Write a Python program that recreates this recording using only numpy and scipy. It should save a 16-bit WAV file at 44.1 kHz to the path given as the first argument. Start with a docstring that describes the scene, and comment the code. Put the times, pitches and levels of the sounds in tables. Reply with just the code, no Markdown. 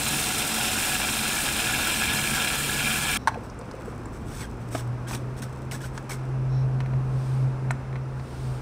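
"""On a driveway, a hose jet fills a plastic pipe tank. Drops and bubbles make the air in the pipe ring,
and spray fizzes at the neck. The jet stops suddenly and the water laps. A threaded plug knocks into
the neck, rubs and squeaks as fingers twist it in, and is tightened with a clinking wrench.
The street rumbles quietly throughout; once the jet has stopped, an engine drones far off."""
import sys
import numpy as np
from scipy import signal
from scipy.fft import rfft, irfft
from scipy.io import wavfile
from scipy.ndimage import uniform_filter1d

SR = 44100
rng = np.random.default_rng(int(sys.argv[2]) if len(sys.argv) > 2 else 0)


def int16_out(signal):
    """Quantize to a 16-bit WAV file."""
    q = np.round(np.clip(np.atleast_2d(signal).T, -1, 1) * 32767)
    wavfile.write(sys.argv[1], SR, q.astype(np.int16))


N = 379701
T = np.arange(N) / SR
FILTER_HZ = np.fft.rfftfreq(16384, 1 / SR) + 1e-3
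JET_END_S = 3.175

# Tone of the street's hiss: pitch_hz, gain_db
STREET_HISS = [(150, -24.5), (300, -2.5), (430, -4.5), (580, -8.5), (1020, -9.5), (1400, -12.5),
               (1900, -21), (2600, -23), (3100, -30.5), (4600, -34), (5500, -32), (7000, -38.5),
               (9000, -37.5), (10500, -44), (15500, -71)]
# Tone of its rumble: pitch_hz, gain_db
STREET_RUMBLE = [(20, -24.5), (35, -2.5), (52, 1.5), (85, -1), (130, -0.5), (190, -5), (230, -0.5),
                 (300, -11), (400, -13.5), (800, -53.5)]
# Tone of street noise from all around: pitch_hz, gain_db
STREET_AROUND = [(60, -18), (150, -16), (300, -5), (1000, 1), (3000, -1.5), (6000, -2), (15500, -7.5)]
# How fast the far engine fires: time_s, rate_hz
ENGINE_FIRING = [(3.2, 121.7), (3.3, 116.8), (4.13, 111.3), (5.58, 130), (8.34, 130.5), (8.61, 126)]
# How its drone swells: time_s, level_db
DRONE_LEVELS = [(4.36, -45), (4.6, -36), (4.92, -28.5), (5.0, -35), (5.1, -32.5), (5.25, -31), (5.52, -36),
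                (5.93, -33.5), (6.0, -42.5), (6.3, -26.5), (6.45, -25.5), (6.58, -21), (6.76, -22),
                (6.86, -26.5), (6.96, -22), (7.05, -27.5), (7.15, -23), (7.26, -29), (7.35, -23),
                (7.47, -21.5), (7.56, -29), (7.7, -23.5), (7.85, -39), (7.92, -30), (8.07, -29), (8.2, -31),
                (8.28, -43), (8.48, -26.5), (8.61, -36)]
# How its deeper tone swells: time_s, level_db
UNDERTONE_LEVELS = [(3.65, -51), (3.9, -39.5), (4.3, -49), (5.05, -53), (5.7, -53), (8.6, -48)]
# Modes (pitches at which a thing rings) of its dull roar: pitch_hz, width_hz, gain_db
ROAR_MODES = [(218.6, 27, 12), (420, 530, 1.5)]

# Ringing of the plug's thin walls: pitch_hz, width_hz, gain_db
WALL_MODES = [(2230, 330, -3.5), (3450, 495, -7), (5450, 260, -0.5), (6250, 300, -5), (7860, 220, 3),
              (8950, 340, -1), (12000, 760, -12), (13100, 400, -14), (15200, 400, -13)]
# Fingers twist the plug: start_s, length_s, end_level_db
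HAND_TWISTS = [(3.429, 0.035, -55), (3.843, 0.061, -56), (4.12, 0.05, -53.5), (4.242, 0.19, -39.5),
               (4.6, 0.023, -57), (4.703, 0.093, -38.5), (5.068, 0.053, -38.5), (5.127, 0.025, -38.5),
               (5.364, 0.026, -46), (5.419, 0.013, -39.5), (5.71, 0.011, -36.5), (5.73, 0.023, -42),
               (5.8, 0.059, -43), (5.93, 0.045, -52), (6.092, 0.017, -36.5), (6.113, 0.027, -44)]
# Tone of plastic rubbing on plastic: pitch_hz, gain_db
RUB_TONE = [(300, 9.5), (700, 9), (1500, 6.5), (3000, -5), (4700, -3), (6000, -2.5), (7000, -3.5),
            (7800, -2.5), (9400, 0.5), (10200, -6), (11300, -14), (13000, -7), (15500, -16)]
# Slow turns under the wrench: middle_s, half_length_s, level_db
WRENCH_TURNS = [(7.28, 0.14, -55), (8.45, 0.18, -54)]
# Tone of their soft hiss: pitch_hz, gain_db
TURN_HISS = [(1200, -10), (2500, 2), (4000, 4), (5500, 2.5), (6800, -3), (8000, 1), (8900, 4), (10500, -10),
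             (11500, -10), (13500, -9), (15500, -15)]
# Faint squeals of the thread: middle_s, half_length_s, level_db
THREAD_SQUEALS = [(3.215, 0.033, -58), (6.572, .05, -56.5)]
# Ringing in those squeals: pitch_hz, width_hz, gain_db
THREAD_MODES = [(3950, 350, -3), (5450, 220, 1), (6100, 400, -11)]
# Fingertip squeaks: start_s, length_s, first_hz, last_hz, level_db
FINGER_SQUEAKS = [(4.402, 0.06, 2560, 1415, -45), (5.065, .016, 1750, 1550, -45),
                  (5.128, 0.016, 2667, 2150, -40.5), (5.134, 0.02, 2020, 1760, -50),
                  (5.714, 0.014, 2270, 1900, -41), (5.729, 0.035, 1490, 1820, -45),
                  (5.806, 0.017, 1540, 1820, -47), (5.838, 0.016, 1330, 1630, -43),
                  (6.09, 0.012, 1120, 1250, -45), (6.106, 0.024, 2050, 2290, -41)]
# The plug knocks and ticks: start_s, ring_db, crack_db, crack_hz
PLUG_KNOCKS = [(3.2735, -10, -16, 1000), (3.2801, -12.5, -20.5, 890), (3.3435, -32, -39, 2430),
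               (3.4988, -48, -44, 5500), (3.5906, -60, -43, 8140), (3.6123, -37, -51, 4800),
               (3.7122, -37, -43, 5170), (4.0561, -37, -43.5, 7660), (4.7475, -55, -25.5, 298),
               (4.749, -40, -22, 694), (4.7505, -48, -25.5, 1270), (5.109, -40, -28.5, 870),
               (5.1505, -38, -33.5, 3700), (5.713, -49, -36, 2720), (5.977, -34, -29.5, 1650),
               (5.977, -50, -40, 6800), (6.142, -43, -46, 7000)]
# Ringing of the plug in its socket: pitch_hz, gain_db, fade_s
PLUG_MODES = [(900, 1, 0.031), (1116, -2.5, 0.028), (1400, -12, 0.033), (1590, -2, 0.016),
              (2220, -13, 0.029), (3330, -28, 0.011), (4110, -19, 0.03), (5490, -23, 0.022),
              (5990, -21, 0.033), (7980, -27, 0.022), (8800, -20, 0.024)]
# The wrench clinks: start_s, ring_db, crack_db, crack_hz
WRENCH_CLINKS = [(6.8038, -36, -35.5, 2450), (6.860, -41, -40, 1010), (6.9355, -42, -49, 2170),
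                 (7.7066, -26.5, -27.5, 1300), (7.7098, -34, -33, 8100), (7.928, -44, -41, 1080),
                 (7.9562, -38, -53, 2450), (7.9608, -43, -43, 2080), (8.1961, -46, -50, 4000)]
# Ringing of the wrench against the plug: pitch_hz, gain_db, fade_s
WRENCH_MODES = [(730, 5, 0.033), (973, 5.5, 0.022), (1470, -5, 0.044), (1790, -2, 0.043), (2050, 3, 0.022),
                (2380, 1.5, 0.015), (2640, -12, 0.044), (3200, -20, 0.04), (4070, -9, 0.018),
                (5800, -24, 0.048), (7250, -26, 0.02), (8300, -27, 0.02)]

# Bubbles of the lapping water: start_s, pitch_hz, level_db
LAP_BUBBLES = [(3.318, 720, -25), (3.357, 696, -19), (3.374, 483, -19.5), (3.592, 474, -28),
               (3.618, 505, -26.5), (3.741, 510, -22), (3.789, 490, -26), (3.879, 447, -21),
               (4.06, 268, -27)]
# Hoots of the air in the pipe: start_s, length_s, pitch_hz, level_db
PIPE_HOOTS = [(-.08, 0.4, 142.6, -39), (.47, 0.35, 220.4, -42.5), (1.0, 0.32, 216.4, -37.5),
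              (1.55, 0.47, 126.8, -45), (1.98, 0.48, 215.9, -38.5), (2.08, 0.31, 140.8, -36.5),
              (2.5, 0.63, 143, -38.5), (2.64, 0.56, 214.6, -41)]
# Air ringing across the pipe: pitch_hz, width_hz, first_level_db, change_db_per_s
CROSS_MODES = [(1686, 45, -48, 1.5), (3205, 60, -53, 1.5), (4070, 40, -45.5, -1.4)]
# Lowest modes of the air in the long pipe: pitch_hz, width_hz, gain_db
LOW_AIR_MODES = [(49, 47, -8.5), (135, 22, -3.5), (214.4, 30, -1.5), (292, 80, -6), (339, 17, -8),
                 (457.7, 15, -6.5), (565, 73, -11.5)]
# Higher modes along and across the pipe: pitch_hz, width_hz, gain_db
HIGH_AIR_MODES = [(649, 20, -1.5), (744, 27.4, 4.5), (833, 34, 1.5), (926, 18, 1.5), (1008, 42, -3),
                  (1100, 230, -7.5), (1270, 16, -0.5), (1352, 16, 6), (1440, 74, 1.5), (1560, 63, -5),
                  (1655, 35, 2.5), (1738, 22, 0), (2050, 70, -9), (2194, 41, -3), (2280, 43, -1.5),
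                  (2372, 46, 3), (2486, 80, 1), (2680, 180, .5), (2803, 48, -3), (2960, 33, -2.5),
                  (3190, 81, 1), (3260, 50, -4), (3390, 89, -4), (3620, 170, -1), (3850, 91, -9.5),
                  (4065, 100, -2), (4530, 110, -12), (4660, 51, -13), (5075, 71, -3.5), (5370, 340, -7.5)]
# How the splash changes from empty pipe to full: pitch_hz, change_db
FILL_CHANGE = [(750, -6), (1100, -0.5), (1400, 0), (1680, 4), (1900, -2), (2350, 5.5), (2600, -2.5),
               (3200, 2.5), (3700, -5), (4100, -2), (5200, -5.5)]
# Tone of the spray at the open neck: pitch_hz, gain_db
SPRAY_TONE = [(300, -13), (1900, -1.5), (3000, -2), (4750, -6.5), (5300, -4.5), (6400, -4.5), (7800, 1),
              (8600, 0), (9050, 3), (10000, -3), (11300, -7), (13000, -5), (15500, -9)]
# Tone of splatter from all around: pitch_hz, gain_db
SPLATTER_TONE = [(30, -1), (200, 2), (400, -2), (2800, -2.5), (6000, -4), (15500, -7.5)]


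def gain(db):
    """Turn decibels into a number to multiply by."""
    return 10 ** (np.asarray(db) / 20)


def unit(x):
    """Scale a sound to an average strength (rms) of 1."""
    return x / np.sqrt(np.mean(x ** 2))


def curve(points):
    """Join (time, value) points with straight lines."""
    return np.interp(T, *np.transpose(points))


def wander(per_s):
    """A smooth random wobble of size about 1, changing so many times a second."""
    hold = int(SR / per_s)
    steps = np.repeat(rng.standard_normal(N // hold + 1), hold)
    return unit(uniform_filter1d(uniform_filter1d(steps, hold), hold)[:N])


def swell(middle_s, half_s):
    """A smooth rise to 1 and fall."""
    return np.exp(-np.minimum(((T - middle_s) / half_s) ** 2, 50) / 2)


def fade(t, fade_s):
    """Die away by 60 dB in fade_s seconds."""
    return np.exp(-np.log(1000) * t / fade_s)


def tone(points):
    """A filter shape that joins (pitch, gain) points."""
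    hz, db = np.transpose(points)
    return gain(np.interp(np.log(FILTER_HZ), np.log(hz), db))


def peaks(modes, steepness):
    """A filter shape with one peak for each mode."""
    return np.sqrt(sum(gain(db) ** 2 / (1 + (2 * (FILTER_HZ - hz) / width) ** 2 / steepness) ** steepness
                       for hz, width, db in modes))


def colour(x, shape):
    """Filter a sound so that each click rings after it lands, never before; strength 1."""
    cepstrum = irfft(np.log(shape + 1e-6))
    half = len(cepstrum) // 2
    click_response = irfft(np.exp(rfft(2 * cepstrum[:half], 2 * half)))[:half]
    return unit(signal.oaconvolve(x, click_response)[:len(x)])


def noise(shape):
    """Steady noise with this filter shape; strength 1."""
    return colour(rng.standard_normal(N), shape)


def add(out, start_s, sound):
    """Mix a sound in at its start time."""
    i = int(start_s * SR)
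    out[i:i + len(sound)] += sound[:max(N - i, 0)]


def clicks(per_s, spread_db):
    """Tiny random hits of uneven size; strength 1."""
    hits = (rng.random(N) < per_s / SR) * rng.choice([-1, 1], N)
    return unit(hits * gain(spread_db * np.minimum(rng.exponential(size=N), 5)))


def bubble(hz, cycles, glide, rise_cycles=0.13):
    """A bubble swells, then rings away, rising in pitch as it nears the surface."""
    life_s = cycles / hz
    t = T[:int(life_s * SR)]
    ring = np.sin(2 * np.pi * hz * t * (1 + glide * t / life_s / 2))
    return ring * fade(t, life_s) * (1 - np.exp(-hz * t / rise_cycles))


def pings(low_hz, high_hz, cycles, spread_db, count, start_s=0, end_s=JET_END_S):
    """A cloud of short rings of random pitch and size; strength 1 while it lasts."""
    out = np.zeros(N)
    for when, pitch, size in rng.random((count, 3)):
        ping = bubble(low_hz * (high_hz / low_hz) ** pitch, cycles, glide=0.11)
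        add(out, start_s + when * (end_s - start_s), gain(-spread_db * np.log(max(size, .02))) * ping)
    return unit(out) * np.sqrt((end_s - start_s) / T[-1])


def echoes(x, fade_s):
    """Dense echoes that die away, about as strong in all as the sound itself."""
    t = T[:SR // 4]
    tail = rng.standard_normal(len(t)) * fade(t, fade_s)
    return signal.oaconvolve(x, tail / np.linalg.norm(tail))[:N]


def driveway(x, echo_db, fade_s):
    """Add faint, dull echoes from the ground and the house front."""
    dull = signal.butter(1, 5000, fs=SR, output="sos")
    return x + gain(echo_db) * signal.sosfilt(dull, echoes(x, fade_s))


def street():
    """Distant traffic: a smooth hiss over a restless rumble."""
    hiss = noise(tone(STREET_HISS)) * gain(-42.5 + .5 * wander(4.6))
    rumble = noise(tone(STREET_RUMBLE)) * gain(-38.5 + 1.6 * wander(4.1))
    return hiss + rumble


def engine():
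    """Only the lowest exhaust tones carry this far, wavering on the way; a low hum joins them."""
    undertone_ratio, hum_hz, hum_start_s = .556, 48.7, 6.1
    drone_db = curve(DRONE_LEVELS)
    phase = 2 * np.pi * np.cumsum(curve(ENGINE_FIRING)) / SR
    drone = np.sin(phase + 0.057 * wander(29)) * gain(drone_db - 0.33 + 1.04 * wander(22))
    undertone = np.sin(undertone_ratio * phase + 0.25 * wander(12))
    undertone *= gain(curve(UNDERTONE_LEVELS) + 2 * wander(3.1))
    hum = np.sin(2 * np.pi * hum_hz * T + .4 * wander(13)) * gain(-45.5 + 2 * wander(7.3))
    hum *= np.clip((T - hum_start_s) / .1, 0, 1)
    roar = noise(peaks(ROAR_MODES, steepness=2.2)) * gain(drone_db - 20)
    return (np.sqrt(2) * (drone + undertone + hum) + roar) * (T > JET_END_S)


def fingers():
    """Skin rustles faintly on the plug and rings its walls, unevenly as the grip shifts."""
    start_s, end_s, grips_per_s = 2.5, 6.3, 20
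    rustle = colour(clicks(per_s=1600, spread_db=6), peaks(WALL_MODES, steepness=0.78))
    return rustle * gain(-67.5 + 3.5 * wander(grips_per_s)) * (T > start_s) * (T < end_s)


def twist(length_s):
    """Strength of one twist: it bites, grows as the fingers press on, and dies when they let go."""
    bite_share, growth_db_per_s, release_s = 0.24, 70, 0.12
    t = T[:int((length_s + release_s) * SR)]
    bite = np.minimum(t / (bite_share * length_s), 1)
    growth = gain(growth_db_per_s * np.minimum(t - length_s, 0))
    return bite * growth * fade(np.maximum(t - length_s, 0), release_s)


def thread():
    """The thread catches and slips in each twist, ringing the plug; under the wrench it hisses."""
    slips = clicks(per_s=1700, spread_db=-0.5) * gain(0.9 * wander(200))
    rub = colour(slips, tone(RUB_TONE))
    ring = gain(-5.5) * colour(slips, peaks(WALL_MODES, steepness=1.6))
    # while the plug is loose, grit catches in the wet thread
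    grit = gain(-6) * pings(1500, 7500, cycles=28, spread_db=3.2, count=1300, start_s=4.2, end_s=6.2)
    twists = np.zeros(N)
    for start_s, length_s, db in HAND_TWISTS:
        add(twists, start_s, gain(db) * twist(length_s))
    turns = sum(gain(db) * swell(middle_s, half_s) for middle_s, half_s, db in WRENCH_TURNS)
    squeals = sum(gain(db) * swell(middle_s, half_s) for middle_s, half_s, db in THREAD_SQUEALS)
    hiss = turns * noise(tone(TURN_HISS))
    squeal = squeals * noise(peaks(THREAD_MODES, steepness=1.5))
    return twists * unit(rub + ring + grit) + hiss + squeal


def squeaks():
    """Skin sticks and slips on the plug: a rough, gliding tone with overtones."""
    out, overtone_step_db = np.zeros(N), -11
    jitter = 1 + 0.052 * wander(900)
    roughness = gain(1.8 * wander(500))
    for start_s, length_s, first_hz, last_hz, db in FINGER_SQUEAKS:
        envelope = signal.windows.tukey(int(length_s * SR), 0.31)
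        span = slice(int(start_s * SR), int(start_s * SR) + len(envelope))
        hz = np.geomspace(first_hz, last_hz, len(envelope)) * jitter[span]
        phase = 2 * np.pi * np.cumsum(hz) / SR
        squeak = sum(gain(overtone_step_db * k) * np.sin((k + 1) * phase) for k in range(5))
        add(out, start_s, gain(db) * envelope * roughness[span] * unit(squeak))
    return out


def knocks(blows, modes):
    """Each blow is a short crack where the parts meet, and a ring of the part that is struck."""
    out, t = np.zeros(N), T[:SR // 5]
    ring = sum((-1) ** k * gain(db) * np.sin(2 * np.pi * hz * t) * fade(t, fade_s)
               for k, (hz, db, fade_s) in enumerate(modes))
    treble_cut = np.hypot(1, (FILTER_HZ / 11000) ** 4)
    for start_s, ring_db, crack_db, hz in blows:
        band = 1 / np.hypot(1, 6.5 * (FILTER_HZ / hz - hz / FILTER_HZ)) / treble_cut
        decay = fade(t, 0.044 * (1000 / hz) ** 0.29)  # harder, higher cracks die sooner
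        crack = unit(colour(rng.standard_normal(len(t)), band) * decay) * np.std(decay)
        add(out, start_s, gain(ring_db) * ring + gain(crack_db) * crack)
    return out


def glugs():
    """The stirred-up water laps in the closed pipe, one bubble to a glug."""
    out = np.zeros(N)
    for start_s, hz, db in LAP_BUBBLES:
        add(out, start_s, gain(db) * bubble(hz, cycles=16.7, glide=0.059, rise_cycles=0.85))
    return out


def hoots():
    """The jet catches low modes of the air in the pipe: hollow, unsteady tones come and go."""
    out = np.zeros(N)
    drift = 1 + 0.0077 * wander(10.8)
    flutter = gain(0.71 * wander(22.5))
    for start_s, length_s, hz, db in PIPE_HOOTS:
        span = (T > start_s) & (T < start_s + length_s)
        envelope = np.sqrt(np.abs(np.sin(np.pi * (T[span] - start_s) / length_s)))
        phase = 2 * np.pi * np.cumsum(hz * drift[span]) / SR
        out[span] += np.sqrt(2) * gain(db) * envelope * flutter[span] * np.sin(phase)
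    return out


def singing():
    """Splashes keep the air ringing across the pipe; the heaving water bends its pitch."""
    out = np.zeros(N)
    for hz, width_hz, first_db, db_per_s in CROSS_MODES:
        phase = 2 * np.pi * np.cumsum(hz * (1 + .008 * wander(7))) / SR
        db = first_db + db_per_s * np.minimum(T, JET_END_S) + 3.1 * wander(7.94)
        out += gain(db) * (wander(2 * width_hz) * np.cos(phase) + wander(2 * width_hz) * np.sin(phase))
    return out


def churn():
    """Churning water stirs the pipe's lowest modes, swelling as it sloshes to and fro."""
    period_s, first_crest_s = 0.535, 0.031
    slosh = np.cos(2 * np.pi * (T - first_crest_s) / period_s)
    return noise(peaks(LOW_AIR_MODES, steepness=1.73)) * gain(-38 + 0.5 * slosh)


def splash():
    """Drops and bubbles ring the pipe's air; the sound grows and changes tone as the water rises."""
    surge_db = 1.1 * swell(middle_s=1.26, half_s=0.2)
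    level_db = -30 + .5 * T + surge_db + 0.83 * wander(8.98)
    drops = clicks(per_s=3600, spread_db=3)
    bubbles = gain(-10.5) * pings(1450, 4550, cycles=21, spread_db=3, count=1500)
    hits = (drops + bubbles) * gain(1.2 * wander(200))
    pipe = peaks(HIGH_AIR_MODES, steepness=1.31)
    change = np.sqrt(tone(FILL_CHANGE))
    filled = np.minimum(T / JET_END_S, 1)
    ringing = (1 - filled) * colour(hits, pipe / change) + filled * colour(hits, pipe * change)
    return ringing / np.std(ringing[T < JET_END_S]) * gain(level_db)


def spray():
    """Fine drops crackle and tiny bubbles ping in the neck; strength 1 while the jet runs."""
    bubbles = gain(-7) * pings(4250, 15000, cycles=90, spread_db=2.5, count=5000)
    drops = clicks(per_s=9000, spread_db=1.5)
    flicker = gain(wander(130) + 0.32 * wander(12.75))
    fizz = colour((drops + bubbles) * flicker, tone(SPRAY_TONE))
    return fizz / np.std(fizz[T < JET_END_S])


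def jet():
    """The hose jet hits the water until it is shut off: the sound ahead, and splatter all around."""
    spray_db = -28.5 - 0.61 * T  # the spray weakens as the water rises
    ahead = churn() + splash() + spray() * gain(spray_db) + hoots() + singing()
    around = colour(clicks(per_s=9800, spread_db=-4), tone(SPLATTER_TONE)) * gain(spray_db - 18.5)
    running = np.clip((JET_END_S - T) / 0.002, 0, 1)
    return running * np.array([ahead, around])


def scene():
    """All is straight ahead; only splatter, some street noise and short echoes spread left and right."""
    water, splatter = jet()
    blows = knocks(PLUG_KNOCKS, PLUG_MODES) + knocks(WRENCH_CLINKS, WRENCH_MODES)
    handling = blows + glugs() + thread() + squeaks() + fingers()
    middle = water + driveway(handling, echo_db=-13.5, fade_s=0.4) + engine() + street()
    side = splatter + gain(-69.5) * noise(tone(STREET_AROUND)) + gain(-28) * echoes(handling, fade_s=0.11)
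    return np.array([middle + side, middle - side])


def record(dry):
    """Round off the loudest peaks and cut the highest treble."""
    top_hz = 15600
    rounded = np.tanh(1.183 * dry) / 1.208
    return signal.sosfilt(signal.ellip(10, .2, 80, top_hz, fs=SR, output="sos"), rounded)


dry = scene()
out = record(dry)
int16_out(out)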